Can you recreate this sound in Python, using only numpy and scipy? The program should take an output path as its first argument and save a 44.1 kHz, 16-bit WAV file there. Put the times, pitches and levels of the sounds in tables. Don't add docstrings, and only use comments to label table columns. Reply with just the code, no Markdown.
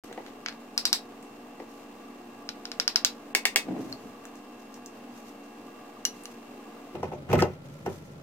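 import sys
import numpy as np
from scipy import signal
from scipy.fft import rfft, irfft, next_fast_len
from scipy.io import wavfile
from scipy.ndimage import uniform_filter1d, map_coordinates

SR = 44100
rng = np.random.default_rng(int(sys.argv[2]) if len(sys.argv) > 2 else 0)


def materialize(psi):
    bounded = np.clip(np.atleast_2d(psi).T, -1, 1)
    quanta = np.round(bounded * 32767).astype(np.int16)
    wavfile.write(sys.argv[1], SR, quanta)


def gain_from_db(level_db):
    decades = np.asarray(level_db, float) / 20
    return 10 ** decades


N = 362502
TIME_S = np.arange(N) / SR
START_S, CUT_S = 0.037, 6.95
STEADY_TOP_HZ = 15870

# f/Hz, likeness [-1..1]
ALIKE = [(60, 0.58), (180, 1), (550, 0.76), (1650, 0.25), (4970, -0.12), (15000, -0.025)]


def unit(x):
    return x / np.sqrt(np.mean(x ** 2) + 1e-20)


def along(points, hz):
    f, v = np.transpose(points)
    return np.interp(np.log(hz + 1), np.log(f + 1), v)


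def wobble(rate):
    knots = rng.standard_normal(int(N * rate / SR) + 4)
    return map_coordinates(knots, [np.arange(N) * rate / SR])


def filtered(x, response):
    m = next_fast_len(x.shape[-1] + 8192)
    return irfft(rfft(x, m) * response(np.fft.rfftfreq(m, 1 / SR)), m)[..., :x.shape[-1]]


def body(modes):
    def response(f):
        total = 0
        for k, (hz, width, db) in enumerate(modes):
            damping = 1j * f * abs(width)
            total = total + (-1) ** k * gain_from_db(db) * damping / (hz * hz - f * f + damping + 1e-9)
        return total
    return response


def twice(modes):
    return lambda f: sum(body([(hz, 1.5 * width, 0)])(f) ** 2 * gain_from_db(db) for hz, width, db in modes)


def strokes(rows, rise, fall):
    gain = 0
    for s, hold, db in rows:
        early = np.clip(s - TIME_S, 0, None)
        past = np.clip(TIME_S - s - hold, 0, None)
        gain = gain + gain_from_db(db - rise * early - fall * past)
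    return gain


def spread(pair, alike):
    def mix(hz):
        turn = np.arccos(np.clip(along(alike, hz), -1, 1)) / 2
        return np.array([np.cos(turn), np.sin(turn)])
    mid, side = filtered(pair, mix)
    return np.array([mid + side, mid - side])


def noise(response, alike, grain_db):
    grit = gain_from_db(grain_db * wobble(220))
    rough = filtered(grit * rng.standard_normal((2, N)), lambda f: response(f) * (f < STEADY_TOP_HZ))
    return unit(spread(rough, alike))


# f/Hz, t60/s
WALLS = [(200, 0.13), (1000, 0.19), (4000, 0.15), (9000, 0.14), (16000, 0.11)]


def room_tail(onset_s):
    n = SR // 4
    hz, t, z = signal.stft(rng.standard_normal((2, n)), SR, nperseg=128)
    decay = gain_from_db(-60 * t / along(WALLS, hz)[:, None])
    tail = signal.istft(z * decay, SR, nperseg=128)[1][:, :n]
    tail = spread(tail * (1 - np.exp(-np.arange(n) / SR / onset_s)), ALIKE)
    return tail / np.linalg.norm(tail[0])


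# left delay/s, right delay/s, level/dB
ECHOES = [
    (.00068, .00064, -10),
    (.0014, .0012, -10),
    (.0037, .0039, -12),
]


def add(out, s, db, tail_db, response, lead_s, beam=(5000, 1000, -40)):
    size = 2 ** 14
    hz = np.fft.rfftfreq(size, 1 / SR)
    left_s, right_s, echo_db = np.transpose(ECHOES)
    echoes = gain_from_db(echo_db + rng.normal(0, 1.5, (2, len(ECHOES))))
    paths = [1 + gains @ np.exp(-2j * np.pi * np.outer(lags, hz))
             for gains, lags in zip(echoes, (left_s, right_s))]
    paths = paths * np.exp(-2j * np.pi * np.outer([0, lead_s], hz))
    paths = paths * (1 + body([beam])(hz)) / (1 + 1j * hz / 11000)
    steady = hz < STEADY_TOP_HZ
    t = np.arange(SR // 20) / SR
    scatter = rng.standard_normal((2, len(t))) * gain_from_db(-60 * t / 0.0126) * (t > .0012)
    scatter = spread(scatter, ALIKE)
    scatter = rfft(scatter / np.linalg.norm(scatter[0]), size)
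    paths = paths + gain_from_db(-7) * steady * hz / (hz - 5000j) * scatter
    paths = paths + gain_from_db(tail_db) * steady * rfft(room_tail(onset_s=0.006), size)
    ring = response(hz)
    sound = irfft(paths * ring) / abs(irfft(ring)).max()
    spot = out[:, round(s * SR):][:, :SR // 3]
    spot += gain_from_db(db) * sound[:, :spot.shape[1]]


def hum(lines, sway_db):
    out = np.zeros((2, N))
    for hz, db in lines:
        loose = 0.6 + 0.42 / (1 + (hz / 1100) ** 2)
        phase = 2 * np.pi * hz * TIME_S + 2.1 * loose ** 2 * wobble(8) + rng.uniform(0, 6.76)
        apart = rng.normal(0, 1.0) * hz / 1500
        level = gain_from_db(db + 2.0 + sway_db * loose * wobble(9))
        out += level * np.sin(phase + np.array([[0], [apart]]))
    return out


# f/Hz, level/dB rms
HUM = [(209.9, -60), (236.9, -53), (285.3, -53.5), (355.3, -61.5), (425.3, -61), (473.7, -58.5),
       (721.4, -61.5), (829.0, -62), (1061, -66), (1157, -66.5), (1647, -69.5), (2239, -94), (2724, -66),
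       (2945, -81), (3887, -77)]
HUM_LATE = [(140.0, -53), (177.6, -73), (527.6, -85), (823.6, -66.5), (1362, -68), (2094, -83)]
# f/Hz, width/Hz, level/dB
BUZZ = [(117.3, 6.7, -1.5), (1165, 84, -2), (1655, 48, -16), (2750, 160, -33)]
# f/Hz, level/dB per Hz
AIR = [(12, -65), (20, -9.5), (29, -33), (108, -21), (174, -16.5), (224, -8.5), (281, -5), (382, -9),
       (465, -12.5), (709, -10), (1510, -21.5), (2660, -23), (3520, -28), (8000, -33), (9500, -38),
       (15200, -36.5), (15900, -44), (16300, -77)]
AIR_LATE = [(12, -61), (20, -27), (143, 1), (281, -6), (479, -10), (551, -7.5), (750, -18.5), (1320, -19),
            (1690, -25.5), (2060, -24.5), (2890, -27.5), (12500, -44.5), (15800, -46), (16300, -72)]
# f/Hz, likeness [-1..1]
ALIKE_LATE = [(60, 0.98), (180, 0.96), (550, 0.56), (1650, -0.31), (4970, -0.18), (15000, 0.3)]
# t/s, level/dB
SETTLING = [
    (6.95, 1.5),
    (7.3, 0),
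    (7.6, -1),
    (7.95, 0),
    (8.22, -0.5),
]


def kitchen():
    late = np.clip((TIME_S - CUT_S) / 0.0034, 0, 1)
    air = noise(lambda f: gain_from_db(along(AIR, f)), ALIKE, grain_db=1.0)
    first = gain_from_db(-49.5 + .4 * wobble(3)) * air + hum(HUM, sway_db=2.0)
    first += gain_from_db(-60.0) * noise(twice(BUZZ), ALIKE, grain_db=4.0)
    air = noise(lambda f: gain_from_db(along(AIR_LATE, f)), ALIKE_LATE, grain_db=1.5)
    settling_db = np.interp(TIME_S, *np.transpose(SETTLING))
    second = gain_from_db(-45.5 + settling_db + 0.65 * wobble(2.98)) * air + hum(HUM_LATE, sway_db=-3)
    return (1 - late) * first + late * second


# t/s, hold/s, level/dB
RUSTLE = [(.05, .005, -53), (.27, .005, -59), (1.25, 0.11, -70), (1.6, .02, -77), (1.71, 0.11, -61),
          (3.8, 0.14, -56.5), (4.02, 0.067, -62), (4.16, .02, -75), (4.61, 0.018, -61), (4.745, .01, -59),
          (5.17, 0.02, -56), (5.28, .015, -56), (6.12, .005, -64), (6.165, 0.039, -56.5),
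          (6.31, 0.027, -58), (7.66, .005, -63), (7.72, 0.092, -62.5), (7.9, 0.068, -54.5),
          (8.05, 0.018, -61), (8.12, 0.14, -66.5)]
# f/Hz, level/dB per Hz
RUSTLE_COLOUR = [(2000, 2), (4000, -1.5), (6500, 1.5), (9500, -7.5), (13000, -4), (15500, -14),
                 (16200, -40)]


def rustle():
    rub = strokes(RUSTLE, rise=260, fall=280)
    return rub * noise(lambda f: gain_from_db(along(RUSTLE_COLOUR, f)), ALIKE, grain_db=2.5)


# t/s, peak level/dB
KNOCKS = [
    (0.089, -35),
    (0.099, -39),
    (0.112, -33),
    (0.1768, -23.5),
    (0.1808, -28),
    (0.204, -37),
    (0.281, -35.5),
    (1.6005, -25.5),
    (1.604, -36),
]
# f/Hz, width/Hz, level/dB
COUNTER = [(318, 71, -4), (453, 77, 2), (707, 79, -3.5), (864, 150, -5.5), (1160, 82, -34),
           (1950, 150, -10)]
# t/s, hold/s, level/dB
SLIDE = [
    (3.658, .02, -44),
    (3.69, 0.042, -32.5),
    (3.775, 0.031, -34),
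    (3.86, 0.089, -43.5),
    (4.05, 0.019, -46.5),
]
# f/Hz, width/Hz, level/dB
SLIDE_BODY = [(213, 37, -10), (269.4, 16, -3), (303, 35, -5), (360, 76, -18)]


def counter():
    out = np.zeros((2, N))
    soft = lambda f: body(COUNTER)(f) / (1 + 1j * f / 1500)
    for s, db in KNOCKS:
        add(out, s, db, -6, soft, 6e-5)
    drag = strokes(SLIDE, rise=910, fall=270)
    main = noise(twice(SLIDE_BODY), ALIKE, grain_db=0)
    upper = noise(twice([(634.0, 240, 3), (720, 230, -2), (1170, 1100, -13.5)]), ALIKE, grain_db=4.0)
    lower = noise(twice([(130, 82, 0)]), ALIKE, grain_db=0)
    return out + drag * (main + gain_from_db(-11.5) * upper) + gain_from_db(-34.0) * drag ** 0.5 * lower


# t/s, peak level/dB, ring f/Hz, low body level/dB
TICKS = [(0.1273, -31.5, 5900, 9), (0.264, -34.5, 5800, 18), (0.2834, -49, 3880, -8),
         (1.227, -42, 7860, -6), (1.6, -47, 3840, -6.5), (3.8094, -45, 5010, -10), (4.2535, -30, 6070, 1.5),
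         (4.3554, -41.5, 5840, -8), (4.742, -37, 5800, -16), (4.8608, -29.5, 6400, -32),
         (5.4395, -48, 5680, -6), (6.2362, -36, 9000, -14)]
PINGS = [
    (0.4932, -30, 5000, 18),
    (0.5254, -37, 5060, 12),
    (3.926, -28, 4380, -18),
    (7.3295, -38, 13000, -30),
    (7.333, -40, 12700, -30),
]
LUG_TICKS = [(7.0305, -40, 5550, -13), (7.045, -61, 5500, -9), (7.138, -50, 6000, -14),
             (7.308, -41, 6000, -14), (7.32, -44, 5800, -10), (7.3292, -35, 5550, -7),
             (7.3325, -33, 5600, -2), (7.337, -35, 3200, -10), (7.347, -36, 5500, 0),
             (7.3545, -44, 4000, -6), (7.3834, -42, 8200, -12), (7.3925, -40, 7500, -2),
             (7.396, -42, 7600, -4), (7.4055, -28, 6000, -14), (7.409, -40, 8500, -8),
             (7.4225, -21, 4800, -12), (7.4265, -30, 6500, -14), (7.4365, -38, 5500, -4)]


def ticks():
    out = np.zeros((2, N))
    # rows, ring width/Hz, left port lead/s, treble/dB, treble per force (dB/dB), room tail/dB
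    kinds = ((TICKS, 2600, 1.4e-4, -16, .55, -3.5),
             (PINGS, 450, 1.4e-4, -24, -.4, -6),
             (LUG_TICKS, 900, 1e-4, -20, .1, -7))
    for rows, width_hz, lead_s, treble_db, hardens, tail_db in kinds:
        for s, db, hz, low_db in rows:
            force_db = db + 35
            ring = twice([(1900, 1600, low_db), (3500, 1200, low_db - 6.5), (hz, width_hz, 0),
                          (12000, 4000, treble_db + hardens * force_db)])
            add(out, s, db + 4.5, tail_db - 0.5 * force_db, ring, lead_s)
    return out


# t/s, peak level/dB, ring level/dB, favoured f/Hz, its lift/dB
TAPS_F = [
    (0.4612, -17.5, 0, 2200, 0.33),
    (0.4851, -21.5, 0, 4200, 2.2),
]
TAPS_A = [
    (0.7776, -10, -6, 5200, 1),
    (0.8535, -9, 4.5, 5240, -12),
    (0.9291, -6, 2, 3970, -5.5),
]
TAPS_B = [
    (2.4902, -20, 0, 4400, -14),
    (2.654, -23, 0, 5000, -16),
    (2.7167, -22, 0, 5000, -42),
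    (2.799, -10.5, 0, 5260, -4),
    (2.8782, -9, 0, 5000, 1),
    (2.9588, -6.5, 0, 5000, 3),
]
TAPS_E = [
    (3.0479, -6, 0, 5000, -3),
]
TAPS_C = [
    (3.3497, -7, -1.4, 2600, -11),
    (3.4536, -8.5, 0.36, 2800, -13),
    (3.5597, -4.5, 0, 3300, -6),
]
TAPS_D = [
    (6.052, -10.5, 1.5, 5900, 1),
    (6.2556, -28, -8, 2850, 5),
]
# f/Hz, width/Hz, level/dB
SCOOP_F = [(1190, 1400, 1.5), (2050, 880, 8.5), (3300, 1050, 3), (4800, 1000, 5), (6300, 1400, -3.5),
           (9900, 4000, -14)]
SCOOP_A = [(1196, 1500, -12.5), (2440, 790, -7.5), (4280, 1040, -1), (5330, 840, 0.5), (7660, 710, -6.5),
           (8500, 900, -7.5), (11100, 4000, -12.5)]
SCOOP_B = [(1310, 2200, -3), (2740, 1340, 3), (4380, 1600, 3), (5610, 570, 6.5), (6850, 590, -4.5),
           (12700, 3100, -11.5), (16100, 1500, -30)]
SCOOP_E = [(1375, 4800, -11.5), (2800, 1600, -2), (4400, 1330, -1.5), (5310, 610, 1.5), (6560, 1170, -5),
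           (9500, 2400, -11.5), (12200, 3900, -12.5), (15500, 1200, -31)]
SCOOP_C = [(390, 70, 8.5), (810, 310, 5), (1320, 1060, -2.5), (1620, 170, 5), (2150, 550, 8),
           (2800, 1180, 3), (3990, 850, 3.5), (4970, 1150, 6), (6270, 760, 6.5), (7450, 2130, 5),
           (9250, 4000, 1), (15600, 2100, -1)]
TAMPER = [(2000, 800, -5.5), (4080, 400, 1.5), (5800, 1700, 0.5), (7670, 3400, -7), (10940, 1000, 1.5)]
# f/Hz, width/Hz, level/dB
RING_F = [(1940, 43, -20), (4200, 60, -3), (5000, 15, 11), (6100, 80, -9)]
RING_A = [(3840, 42, 1), (4190, 51, 2), (4480, 35, -7), (4890, 22, 1), (4950, 45, -3), (5500, 45, -16),
          (5835, 38, -3), (6060, 70, -9), (7350, 110, -14)]
RING_B = [(1424, 31, -4.5), (3600, 66, -13), (3995, 68, 5.5), (4020, 45, -7), (4540, 36, -7),
          (5000, 60, -15), (5680, 91, -4.5), (6300, 52, -4.5)]
RING_C = [(856, 20, 1), (1826, 44, 5), (2140, 8.3, 4), (2223, 17, 10.5), (2537, 16, 10), (2760, 25, 1),
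          (2770, 40, 8), (3250, 30, 1), (3600, 52, 10), (4080, 60, -6), (5030, 40, -15)]
RING_D = [(2891, 45, 7), (4400, 20, -2), (5800, 25, 3), (5840, 12, 2), (6270, 27, -7), (6840, 28, -10),
          (7460, 34, -2), (10900, 130, -14)]
# f/Hz, width/Hz, level/dB
BEAM_A, BEAM_B = (5480, 670, 0.95), (5300, 1150, 1.9)
BEAM_C, BEAM_D = (2120, 560, 6), (6800, 2000, 1.4)


def taps():
    out = np.zeros((2, N))
    # rows, click, ring, left port lead/s, room tail/dB, beam
    series = ((TAPS_F, SCOOP_F, RING_F, 1.4e-4, -8, BEAM_F_OR_D := BEAM_D),
              (TAPS_A, SCOOP_A, RING_A, 1.5e-4, -4.5, BEAM_A),
              (TAPS_B, SCOOP_B, RING_B, 1.25e-4, -7, BEAM_B),
              (TAPS_E, SCOOP_E, RING_B, 1.25e-4, -6, BEAM_D),
              (TAPS_C, SCOOP_C, RING_C, .9e-4, -4, BEAM_C),
              (TAPS_D, TAMPER, RING_D, 1.3e-4, -8, BEAM_D))
    for rows, click, ring, lead_s, tail_db, beam in series:
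        for s, db, ring_db, hz, lift_db in rows:
            struck = np.add(ring, [[0, 0, ring_db + z] for z in rng.normal(0, 2, len(ring))])
            struck[:, 0] *= 1 + .006 * rng.standard_normal(len(ring))
            treble = gain_from_db(4.5 + db)

            def blow(f):
                sharp = (1 + treble * 1j * f / 6000) / (1 + 1j * f / 6000) * f / (f - 250j)
                favour = 1.5 + body([(hz, 0.19 * hz, lift_db)])(f)
                return (body(click)(f) + body(struck)(f)) * sharp * favour

            add(out, s, db + 4.5, tail_db, blow, lead_s, beam)
    return out


# t/s, peak level/dB, boom level/dB, bare metal level/dB, favoured f/Hz
THUDS = [(6.953, -20.5, -18, -23.5, 520), (7.03, -11, -12.5, -33, 950), (7.034, -12.5, -24, -35, 520),
         (7.044, -27, -33, -22, 623), (7.081, -30, 4, -17, 600), (7.117, -20.5, -24, -30, 750),
         (7.133, -19, -12, -40, 620), (7.15, -36, -20, -35, 550), (7.291, -23.5, -25, -19, 710),
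         (7.3, -19, -6, -16, 850), (7.315, -21.5, -15, -24, 420), (7.33, -3.5, -12.5, -35, 780),
         (7.342, -8, -9, -31, 590), (7.354, -10, 1, -16, 398), (7.381, -19, 18, -30, 360),
         (7.394, -17, 1, -13, 600), (7.405, -16.5, -19, -2, 700), (7.412, -20, -19, -15, 900),
         (7.423, -3, -22, -19.5, 740), (7.4367, -17, -24, -24, 600), (7.8617, -13, -15, -22, 745),
         (7.8659, -22, -13, -24, 632), (7.874, -21, -7, -20, 504), (7.889, -26, -23, -35, 360)]
# f/Hz, width/Hz, level/dB
HOUSING = [(364.4, 28, 9.5), (503, 51, 1), (597, 13.3, 4.5), (690, 93, -2), (820, 173, -1),
           (1057, 270, -7.5)]
BASE = [(91.6, 11, 4), (145.3, 23, 2.5), (182.4, 14, 0.5), (230, 31, -5.5)]
PANEL = [(1296, 59, 8), (1470, 110, 3.5), (1830, 140, 3), (2010, 140, 3)]
GROUP_STEEL = [(2480, 270, 17), (2200, 1450, 13), (5900, 2300, 9), (7860, 2800, -10), (12200, 1700, 6.5)]
COLLAR = [(1970, 43, -9), (2530, 17, 5), (2755, 48, 4.5), (3220, 60, -3), (5550, 100, -8)]
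# t/s, hold/s, level/dB
TWIST = [
    (6.955, 0.01, -37),
    (7.035, 0.0085, -47),
    (7.118, 0.013, -40),
    (7.297, 0.034, -32),
    (7.332, 0.006, -25),
    (7.346, .014, -33),
    (7.394, 0.01, -45),
    (7.422, 0.0066, -23.5),
    (7.872, 0.0067, -33),
]
# t/s, hold/s, level/dB
SHAKE = [
    (7.3, 0.14, -45.5),
    (7.875, 0.04, -49),
]
# t/s, hold/s, level/dB, treble level/dB
SLIPS = [(6.952, .008, -50, -11), (7.031, 0.0099, -45.5, -16), (7.122, 0.013, -53.5, -9),
         (7.288, 0.018, -48, -17), (7.313, .005, -41, -11), (7.3295, .005, -34.5, -4.5),
         (7.345, .011, -39, -14), (7.38, .003, -48, 0), (7.39, .004, -30.5, -15), (7.398, .008, -40, -8),
         (7.421, .004, -39, -8), (7.44, 0.034, -60, -7), (7.48, 0.073, -59, -9), (7.86, 0.005, -43, -7)]
# f/Hz, likeness [-1..1]
ALIKE_NEAR = [(60, 0.99), (180, 0.84), (550, 0.85), (1650, 0), (4970, 0.094), (15000, 0)]


def machine():
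    out = np.zeros((2, N))
    base, panel, steel, collar = twice(BASE), twice(PANEL), twice(GROUP_STEEL), body(COLLAR)
    housing = lambda f: body(HOUSING)(f) / (1 + 1j * f / 1300) ** 2
    peak = lambda part: abs(irfft(part(np.fft.rfftfreq(8192, 1 / SR)))).max()
    for s, db, boom_db, metal_db, hz in THUDS:
        spot = lambda f: housing(f) * body([(hz, 0.87 * hz, 0)])(f)
        parts = ((spot, 0), (base, boom_db - 4.0), (steel, metal_db + 7.5),
                 (panel, metal_db + 6.5), (collar, metal_db + 0.5))
        blow = lambda f: sum(gain_from_db(part_db) / peak(part) * part(f) for part, part_db in parts)
        add(out, s, db - 7.0, -8, blow, 1.2e-4)

    grind = strokes(TWIST, rise=1040, fall=285)
    shake = strokes(SHAKE, rise=1040, fall=81) + gain_from_db(-5.5) * grind
    out += grind * noise(housing, ALIKE_NEAR, grain_db=4.0)
    out += shake * noise(base, ALIKE_NEAR, grain_db=0)

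    dull = strokes([row[:-1] for row in SLIPS], rise=11000, fall=450)
    bright_rows = [(s, hold, db + treble_db) for s, hold, db, treble_db in SLIPS]
    bright = strokes(bright_rows, rise=11000, fall=1400)
    rasp = noise(twice(GROUP_STEEL[:2]), ALIKE_NEAR, grain_db=4.0)
    rasp = rasp + gain_from_db(1.0) * noise(panel, ALIKE_NEAR, grain_db=3.0)
    rasp = unit(rasp + gain_from_db(-12) * noise(twice(COLLAR), ALIKE_NEAR, grain_db=6))
    hiss = noise(twice(GROUP_STEEL[2:]), ALIKE_NEAR, grain_db=0)
    return out + dull * rasp + bright * hiss


# f/Hz, left over right level/dB
PORTS = [(60, -2.5), (180, 0.5), (550, 1), (1650, 2), (4970, -2), (15000, 0.5)]
TAP_PORTS = [(60, -5), (550, 0), (1200, 3), (2200, 1.5), (4970, 0.5), (15000, -3)]


def scene():
    def ports(x, balance):
        return filtered(x, lambda f: gain_from_db(np.outer([.5, -.5], along(balance, f))))
    room = kitchen()
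    near = ports(rustle() + counter() + machine(), PORTS)
    return room + near + ports(ticks() + taps(), TAP_PORTS)


# from t/s, to t/s, above f/Hz
STARVED = [
    (.465, .476, 8300),
    (.842, .851, 7000),
    (.92, .9255, 6500),
    (2.868, 2.874, 7000),
    (2.948, 2.954, 4500),
    (3.034, 3.043, 6500),
    (3.333, 3.345, 3700),
    (3.44, 3.448, 4900),
    (3.547, 3.556, 3600),
    (7.341, 7.35, 8800),
]


def starved(x):
    out = x.copy()
    for start_s, end_s, hz in STARVED:
        near = slice(round((start_s - .01) * SR), round((end_s + .004) * SR))
        t = np.arange(near.start, near.stop) / SR
        gap = uniform_filter1d(1. * (t > start_s) * (t < end_s), size=90)
        out[:, near] -= gap * filtered(x[:, near] * (t < end_s + .002), lambda f: f > hz)
    return out


def top_cut(x):
    return signal.sosfilt(signal.butter(12, 16810, fs=SR, output="sos"), x)


def record(dry):
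    x = dry / (1 + abs(dry / .92) ** 8) ** (1 / 8)
    x = filtered(x, lambda f: (1j * f / (1j * f + 22)) ** 2 / np.sqrt(1 + (f / 16500) ** 60))
    mix = (starved(x) - .0006) * (np.arange(N) > START_S * SR)
    return top_cut(mix)


dry = scene()
out = record(dry)
materialize(out)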